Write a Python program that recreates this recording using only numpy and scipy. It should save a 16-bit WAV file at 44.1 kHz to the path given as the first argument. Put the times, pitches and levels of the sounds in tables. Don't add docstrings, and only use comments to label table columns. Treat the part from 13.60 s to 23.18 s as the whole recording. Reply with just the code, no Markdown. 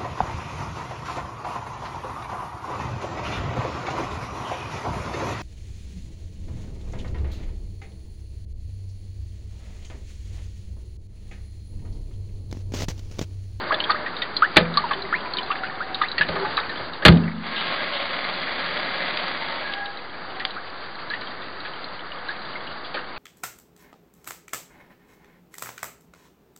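import sys
import numpy as np
from scipy import signal
from scipy.fft import rfft, irfft, next_fast_len
from scipy.io import wavfile

SR = 44100
rng = np.random.default_rng(int(sys.argv[2]) if len(sys.argv) > 2 else 0)


def output_pcm(signal):
    pcm = np.clip(np.atleast_2d(signal).T, -1, 1) * 32767
    wavfile.write(sys.argv[1], SR, np.round(pcm).astype(np.int16))


N = 422478
TIME = np.arange(N) / SR
DROP_TIME = TIME[:SR // 6]
DOOR_SHUT_S = 3.7


def from_db(db):
    return 10 ** (np.asarray(db) / 20)


def unit_rms(x):
    return x / np.sqrt(np.mean(x ** 2) + 1e-20)


def decay(t, t60):
    return np.exp(-np.log(1000) * t / t60)


def add(out, start, sound):
    at = round(start * SR)
    out[at:at + len(sound)] += sound[:N - at]


def band(x, low_hz, high_hz):
    return signal.sosfilt(signal.butter(2, [low_hz, high_hz], "band", fs=SR, output="sos"), x)


def colour(x, spectrum, peaks=(), low_hz=1, high_hz=6000):
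    size = next_fast_len(N)
    hz = np.maximum(np.arange(size // 2 + 1) * SR / size, 1)
    points = np.array(spectrum)
    db = np.interp(np.log(hz), np.log(points[:, 0]), points[:, 1])
    for centre, width, lift in peaks:
        db += lift / (1 + (2 * (hz - centre) / width) ** 2)
    gain = from_db(db) * (hz >= low_hz) * (hz < high_hz)
    return unit_rms(irfft(rfft(x, size) * gain, size)[:N])


def wander(t, per_s, count=200, limit=np.inf):
    knots = np.clip(rng.standard_normal(count), -limit, limit)
    return np.interp(t * per_s, np.arange(count), knots)


def drift(per_s):
    return unit_rms(wander(TIME, per_s, count=4000))


def burst(t60):
    return rng.standard_normal(len(DROP_TIME)) * decay(DROP_TIME, t60)


# start in seconds, clatter and boom levels in dB, clatter t60 in seconds.
DOOR_BLOWS = [(.124, -20, -40, 0.034), (.960, -17.5, -57.5, 0.13), (.968, 4.5, -15.5, 0.047),
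              (1.004, -24, -22.5, 0.085), (2.592, -39.5, -30, 0.048), (2.688, -21.5, -26.5, 0.046),
              (2.755, -26.5, -38, 0.12), (3.196, -35.5, -37, 0.34), (3.423, -34, -42.5, 0.23),
              (3.451, 3.5, -7, 0.059), (3.461, -5, -16, 0.063), (3.482, 0, 2, 0.042),
              (9.343, -25.5, -48, 0.18)]
# frequency in Hz, relative level in dB.
CLATTER_SPECTRUM = [(150, -36.5), (250, -8.5), (409, -8.5), (622, -14.5), (957, -16.5), (1440, -13.5),
                    (1640, -8), (2900, -20), (4350, -14), (4740, -21), (6160, -48.5), (10400, -120)]
# centre in Hz, width in Hz, lift in dB.
LATCH_RESONANCES = [(1790, 300, 3.5), (2300, 250, 5.5), (3220, 470, 5.5), (4370, 240, 2)]
# frequency in Hz, relative level in dB, t60 in seconds.
PANEL_MODES = [(74, -7, 0.24), (93, -23.5, 0.62), (130, -5.5, 0.15), (167.4, -6.5, 0.62),
               (193.8, 0.5, 0.11), (217, -18.5, 1), (245, -22, 1), (285.7, -22.5, 0.45),
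               (352.3, -1.5, 0.12), (413, -7.5, 0.14), (496, -11.5, 0.3), (554, -1, 0.11), (627.3, 2, 0.09),
               (823, 3.5, 0.05), (1242, 1, 0.098), (1570, -11, 0.18)]
# frequency in Hz, level in dB, t60 in seconds.
QUIVER_MODES = [(45.3, -43, 3.7)]


def door(shake_db=-19, shake_t60=0.49, build_s=0.0067, flutter_db=3.0):
    out, t = np.zeros(N), TIME[:2 * SR]
    clatter = colour(rng.standard_normal(N), CLATTER_SPECTRUM, LATCH_RESONANCES)
    shake = unit_rms(band(rng.standard_normal(N), 115, 460))
    onset = 1 - np.exp(-t / build_s)
    for start, clatter_db, boom_db, t60 in DOOR_BLOWS:
        span = (round(start * SR) + np.arange(len(t))) % N
        add(out, start, from_db(clatter_db) * clatter[span] * decay(t, t60))
        add(out, start, from_db(boom_db + shake_db) * shake[span] * onset * decay(t, shake_t60))
        scatter_db = rng.standard_normal(len(PANEL_MODES))
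        for k, (hz, db, ring_t60) in enumerate(PANEL_MODES):
            drive_db = boom_db if hz < 380 else 0.46 * clatter_db - 12
            flutter = flutter_db * wander(t, per_s=35)
            mode = (-1) ** k * np.sin(2 * np.pi * hz * t) * onset * decay(t, ring_t60)
            add(out, start, from_db(drive_db + db + scatter_db[k] + flutter) * mode)
    stop_s = DOOR_BLOWS[2][0]
    for hz, db, t60 in QUIVER_MODES:
        add(out, stop_s, from_db(db) * np.sin(2 * np.pi * hz * t) * decay(t, t60))
    return out


def bubble(hz, rise, t60, swell_s, settle_s=0.037):
    t = DROP_TIME
    octaves = np.minimum(rise * settle_s * (1 - np.exp(-t / settle_s)), 2)
    alive = np.clip(2 - octaves, 0, 1)
    phase = 2 * np.pi * np.cumsum(hz * 2 ** octaves) / SR
    return np.sin(phase) * alive * decay(t, t60) * (1 - np.exp(-t / swell_s))


def ragged(per_s, depth_db):
    return from_db(depth_db * wander(DROP_TIME, per_s, count=400, limit=1.5))


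def plink(hz, ring_db=-6, splat_db=-1, swell_s=0.00099):
    splat = band(burst(t60=0.034), 0.76 * hz, 1.2 * hz) * ragged(per_s=700, depth_db=3)
    splat *= 1 - np.exp(-DROP_TIME / swell_s)
    ring = bubble(hz, rise=-2.4, t60=0.031, swell_s=0.00017)
    return from_db(ring_db) * ring + from_db(splat_db) * splat


# start in seconds, bubble level in dB, splat level in dB,
# starting pitch in Hz, initial rise in octaves per second.
TANK_DROPS = [(.106, -14, -24, 1005, 43), (0.12, -17, -17, 1580, 8), (.290, -20, -30, 910, 45),
              (0.296, -12, -7.5, 1179, 6), (0.344, -20.5, -25, 1080, 55), (.460, -24, -23, 1790, 9.5),
              (.619, -27, -20, 1904, 3), (.821, -4, -10, 1173, 28.5), (1.172, -8.5, -14, 1132, 5.5),
              (1.240, -16.5, -24.5, 1016, -14.5), (1.309, -14, -10.5, 1167, -7),
              (1.526, -12, -21, 1196, 43), (1.540, -17, -35, 1830, 24.5), (1.903, -14, -17.5, 1083, 24.5),
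              (2.034, -21.5, -17.5, 1353, 12.5), (2.204, -18, -25, 1223, 28.5),
              (2.414, -13.5, -13, 1213, 0.5), (2.434, -19, -22.5, 1600, 35), (2.58, -19, -13.5, 1870, 7.5),
              (2.609, -12, -7, 1654, 5.5), (2.848, -22, -16, 1170, 4), (2.976, -19, -7, 1210, 10.5),
              (3.094, -25.5, -29, 1815, -1), (3.422, -25, -30.5, 1463, 28),
              (6.802, -25.5, -23.5, 1870, 4.5), (6.965, -25.5, -31, 1240, 22.5), (7.504, -27, -25, 1603, 8),
              (7.535, -29, -24.5, 1820, 9.5), (7.614, -30, -26.5, 1450, 7), (8.050, -34, -21, 1610, 6.5),
              (8.689, -22.5, -28, 1560, 11.5), (8.955, -25.5, -35, 2084, 5), (9.367, -23.5, -18, 1210, 32)]


def tank_drops(spatter_db=-6, crater_s=0.00091, fallback_s=0.026, fallback_db=-11.5, fallback_hz=3237):
    out = np.zeros(N)
    opening = 1 - np.exp(-DROP_TIME / crater_s)
    for start, bubble_db, splat_db, hz, rise in TANK_DROPS:
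        splat = band(burst(t60=0.11), 0.69 * hz, 1.66 * hz)
        spatter = from_db(spatter_db) * band(burst(t60=0.02), 2000, 4000)
        ring = bubble(hz, rise, t60=0.08, swell_s=0.0013) * ragged(per_s=250, depth_db=3.5)
        splash = (splat + spatter) * opening * ragged(per_s=300, depth_db=3)
        add(out, start, from_db(bubble_db) * ring + from_db(splat_db) * splash)
        late, pitch = rng.uniform(.8, 1.2, 2)
        add(out, start + late * fallback_s, from_db(splat_db + fallback_db) * plink(pitch * fallback_hz))
    return out


# start in seconds, level in dB, pitch in Hz.
STEEL_DROPS = [(0.1428, -12, 3520), (0.2026, -9.5, 3050), (0.2394, -12.5, 3270), (0.3053, -13.5, 4490),
               (.619, -10.5, 3700), (0.766, -9, 4220), (1.1718, -5, 4320), (1.736, -17, 4380),
               (1.7696, -16, 3770), (1.785, -11.5, 3070), (1.9145, -12, 2730), (2.345, -13.5, 3830),
               (2.4209, -16, 3640), (2.5157, -18.5, 3960), (2.5812, -15.5, 4380), (2.9695, -12, 3910),
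               (7.5006, -24.5, 4040), (7.6715, -23, 3220), (8.1349, -22, 3140), (8.3923, -25, 2990),
               (8.518, -22.5, 2900), (9.0736, -24, 2940)]


def steel_drops():
    out = np.zeros(N)
    for start, db, hz in STEEL_DROPS:
        add(out, start, from_db(db) * plink(hz))
    return out


def droplets(open_db=-32, shut_db=-38, spread_db=4, count=320):
    out = np.zeros(N)
    for when, pitch, luck in rng.random((count, 3)):
        start = when * N / SR
        size = min(-np.log(1 - luck), 3)
        db = (open_db if start < DOOR_SHUT_S else shut_db) + spread_db * size
        add(out, start, from_db(db) * plink(1600 + 2600 * pitch))
    return out


# time in seconds, relative level in dB.
JET_LEVELS = [(3.84, -32.5), (3.9, -32.5), (4.04, -28.5), (4.14, -28.5), (4.4, -30.5), (5.41, -29),
              (6.0, -31.5), (6.12, -37)]
# frequency in Hz, relative level in dB.
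SPRAY_SPECTRUM = [(41, -68), (70, -15.5), (134, -14.5), (166, -3.5), (462, -4.5), (571, -5.5), (693, 0.5),
                  (1040, -2), (1100, -2.5), (1200, 2.5), (1650, -1.5), (2070, 4), (2650, -4.5), (3330, -3),
                  (4740, -5.5), (6160, -69), (10400, -120)]
# centre in Hz, width in Hz, lift in dB.
SPRAY_RESONANCES = [(171, 15, 6), (210, 5.9, 1.5), (249.6, 16, 7.5), (540, 17, 11), (597, 72, 8),
                    (1080, 14, 13), (1655, 63, 7), (3400, 100, 4.5)]


def jets(gain_db=1, drops_per_s=7000, sweep_db=0.42, clump_db=1.16):
    level_db = np.interp(TIME, *np.transpose(JET_LEVELS)) + gain_db
    valve = np.interp(TIME, [3.8, 3.86, 6.12, 6.34], [0, 1, 1, 0])
    arrivals = rng.random(N) < drops_per_s / SR
    impacts = arrivals * rng.standard_normal(N) * from_db(clump_db * drift(per_s=120))
    level_db += sweep_db * drift(per_s=21.94)
    return valve * from_db(level_db) * colour(impacts, SPRAY_SPECTRUM, SPRAY_RESONANCES)


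# start in seconds, level in dB, pitch in Hz.
JET_SLAPS = [(3.96, -28, 3320), (4.03, -45, 1670), (4.2, -36, 2380), (4.331, -28, 3400), (4.87, -32, 1930),
             (5.269, -38, 1490), (5.40, -31, 2090), (5.571, -44, 1170)]


def jet_slaps(t60=0.66):
    out = np.zeros(N)
    for start, db, hz in JET_SLAPS:
        swish = unit_rms(band(rng.standard_normal(SR), 0.81 * hz, 1.14 * hz))
        add(out, start, from_db(db) * swish * decay(TIME[:SR], t60))
    return out


# start in seconds, relative level in dB.
GEAR_CLICKS = [(3.5224, -12), (3.5714, -18.5), (5.5726, -9.5), (6.1365, -11), (6.798, -19.5), (6.851, -6)]


def clicks(gain_db=1):
    out = np.zeros(N)
    for start, db in GEAR_CLICKS:
        add(out, start, from_db(db + gain_db) * band(burst(t60=0.02), 1500, 4500))
    return out


# start and end in seconds, frequency in Hz, level in dB.
WATER_STREAMS = [(0, 0.506, 605, -42.5), (1.339, 1.475, 389, -37.5), (1.517, 1.846, 1004, -39.5),
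                 (1.756, 2.5, 761, -40), (2.732, 2.86, 395, -32), (2.82, 2.917, 853, -33.5),
                 (3.904, 4.312, 1633, -37.5), (4.249, 4.544, 566, -41), (5.8, 6.0, 912, -39.5),
                 (6.015, 6.325, 1655, -34.5), (5.998, 6.399, 806, -40), (6.646, 6.9, 767, -42.5)]


def streams(width_share=0.05):
    out = np.zeros(N)
    for start, end, hz, db in WATER_STREAMS:
        t = TIME[:round((end - start) * SR)]
        phase, per_s = 2 * np.pi * hz * t, hz * width_share
        tone = unit_rms(wander(t, per_s) * np.sin(phase) + wander(t, per_s) * np.cos(phase))
        add(out, start, from_db(db) * tone * signal.windows.tukey(len(t), .25))
    return out


# time in seconds, relative level in dB.
RUNOFF_LEVELS = [(0.0, -29.5), (0.6, -32.5), (0.88, -33.5), (1.18, -31.5), (1.47, -32.5), (2.64, -34),
                 (2.79, -28), (3.28, -33.5), (3.4, -35)]
# frequency in Hz, relative level in dB.
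DRONE_SPECTRUM = [(24, -52.5), (40, -10), (70, -6.5), (141, -8), (194, -5.5), (278, -1.5), (360, -3.5),
                  (449, -2), (618, -3), (683, -2), (1020, -2.5), (1680, -5.5), (1820, -9), (2990, -10),
                  (4740, -6.5), (6160, -86), (10400, -120)]
# centre in Hz, width in Hz, lift in dB.
DRONE_RESONANCES = [(164, 64, 4.5), (364.5, 17, 6.5), (622, 5.4, 5.5), (1228, 220, 3), (1814, 810, 5),
                    (2950, 60, 2.5)]


def machine(waver_db=-0.65, lull_s=0.4, lull_db=-3, rumble_top_hz=458, hiss_from_hz=2300):
    is_open = TIME < DOOR_SHUT_S
    runoff_db = np.interp(TIME, *np.transpose(RUNOFF_LEVELS))
    open_swing = runoff_db - runoff_db[is_open].mean()
    shut_swing = lull_db * (TIME < DOOR_SHUT_S + lull_s) + waver_db * drift(per_s=4.04)
    noise = rng.standard_normal(N)
    rumble_db = np.where(is_open, -41.5 + open_swing, -46 + shut_swing)
    drone_db = np.where(is_open, -34.5 + open_swing, -37.5 + shut_swing) + 0.5 * drift(per_s=10)
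    hiss_db = np.where(is_open, -42.5 + 0.99 * open_swing, -45 + shut_swing) + 1.6 * drift(per_s=35)
    rumble = colour(noise, DRONE_SPECTRUM, DRONE_RESONANCES, high_hz=rumble_top_hz)
    drone = colour(noise, DRONE_SPECTRUM, DRONE_RESONANCES, rumble_top_hz, hiss_from_hz)
    hiss = colour(noise, DRONE_SPECTRUM, low_hz=hiss_from_hz)
    return from_db(rumble_db) * rumble + from_db(drone_db) * drone + from_db(hiss_db) * hiss


def echoes(x, t60, wet_db, gap_s):
    t = TIME[:SR]
    tail = rng.standard_normal(SR) * decay(t, t60) * (t > gap_s)
    return from_db(wet_db) * signal.fftconvolve(x, tail / np.linalg.norm(tail))[:N]


# centre in Hz, width in Hz, gain in dB.
CHAMBER_MODES = [(1245, 35, -3.5), (1810, 250, 0.5), (3430, 140, -11), (4220, 780, -1)]


def chamber(x):
    held = sum(from_db(db) * signal.lfilter(*signal.iirpeak(hz, hz / width, fs=SR), x)
               for hz, width, db in CHAMBER_MODES)
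    return x + held + echoes(x, t60=0.038, wet_db=-9, gap_s=0.0052)


def scene():
    near = chamber(tank_drops() + steel_drops() + droplets()) + door() + clicks()
    kitchen = echoes(near, t60=0.18, wet_db=-19, gap_s=0.0078)
    return (near + kitchen + machine() + jets() + jet_slaps() + streams())[None]


def record(dry, ceiling_db=-0.5, band_edge_hz=4800, offset=-0.011, cutoff_hz=16000):
    overloaded = np.clip(dry, -from_db(ceiling_db), from_db(ceiling_db))
    narrow = signal.sosfilt(signal.ellip(8, .5, 80, band_edge_hz, fs=SR, output="sos"), overloaded)
    clipped = np.clip(narrow + offset, -1, 1)
    return signal.sosfilt(signal.cheby2(12, 70, cutoff_hz, fs=SR, output="sos"), clipped)


dry = scene()
out = record(dry)
output_pcm(out)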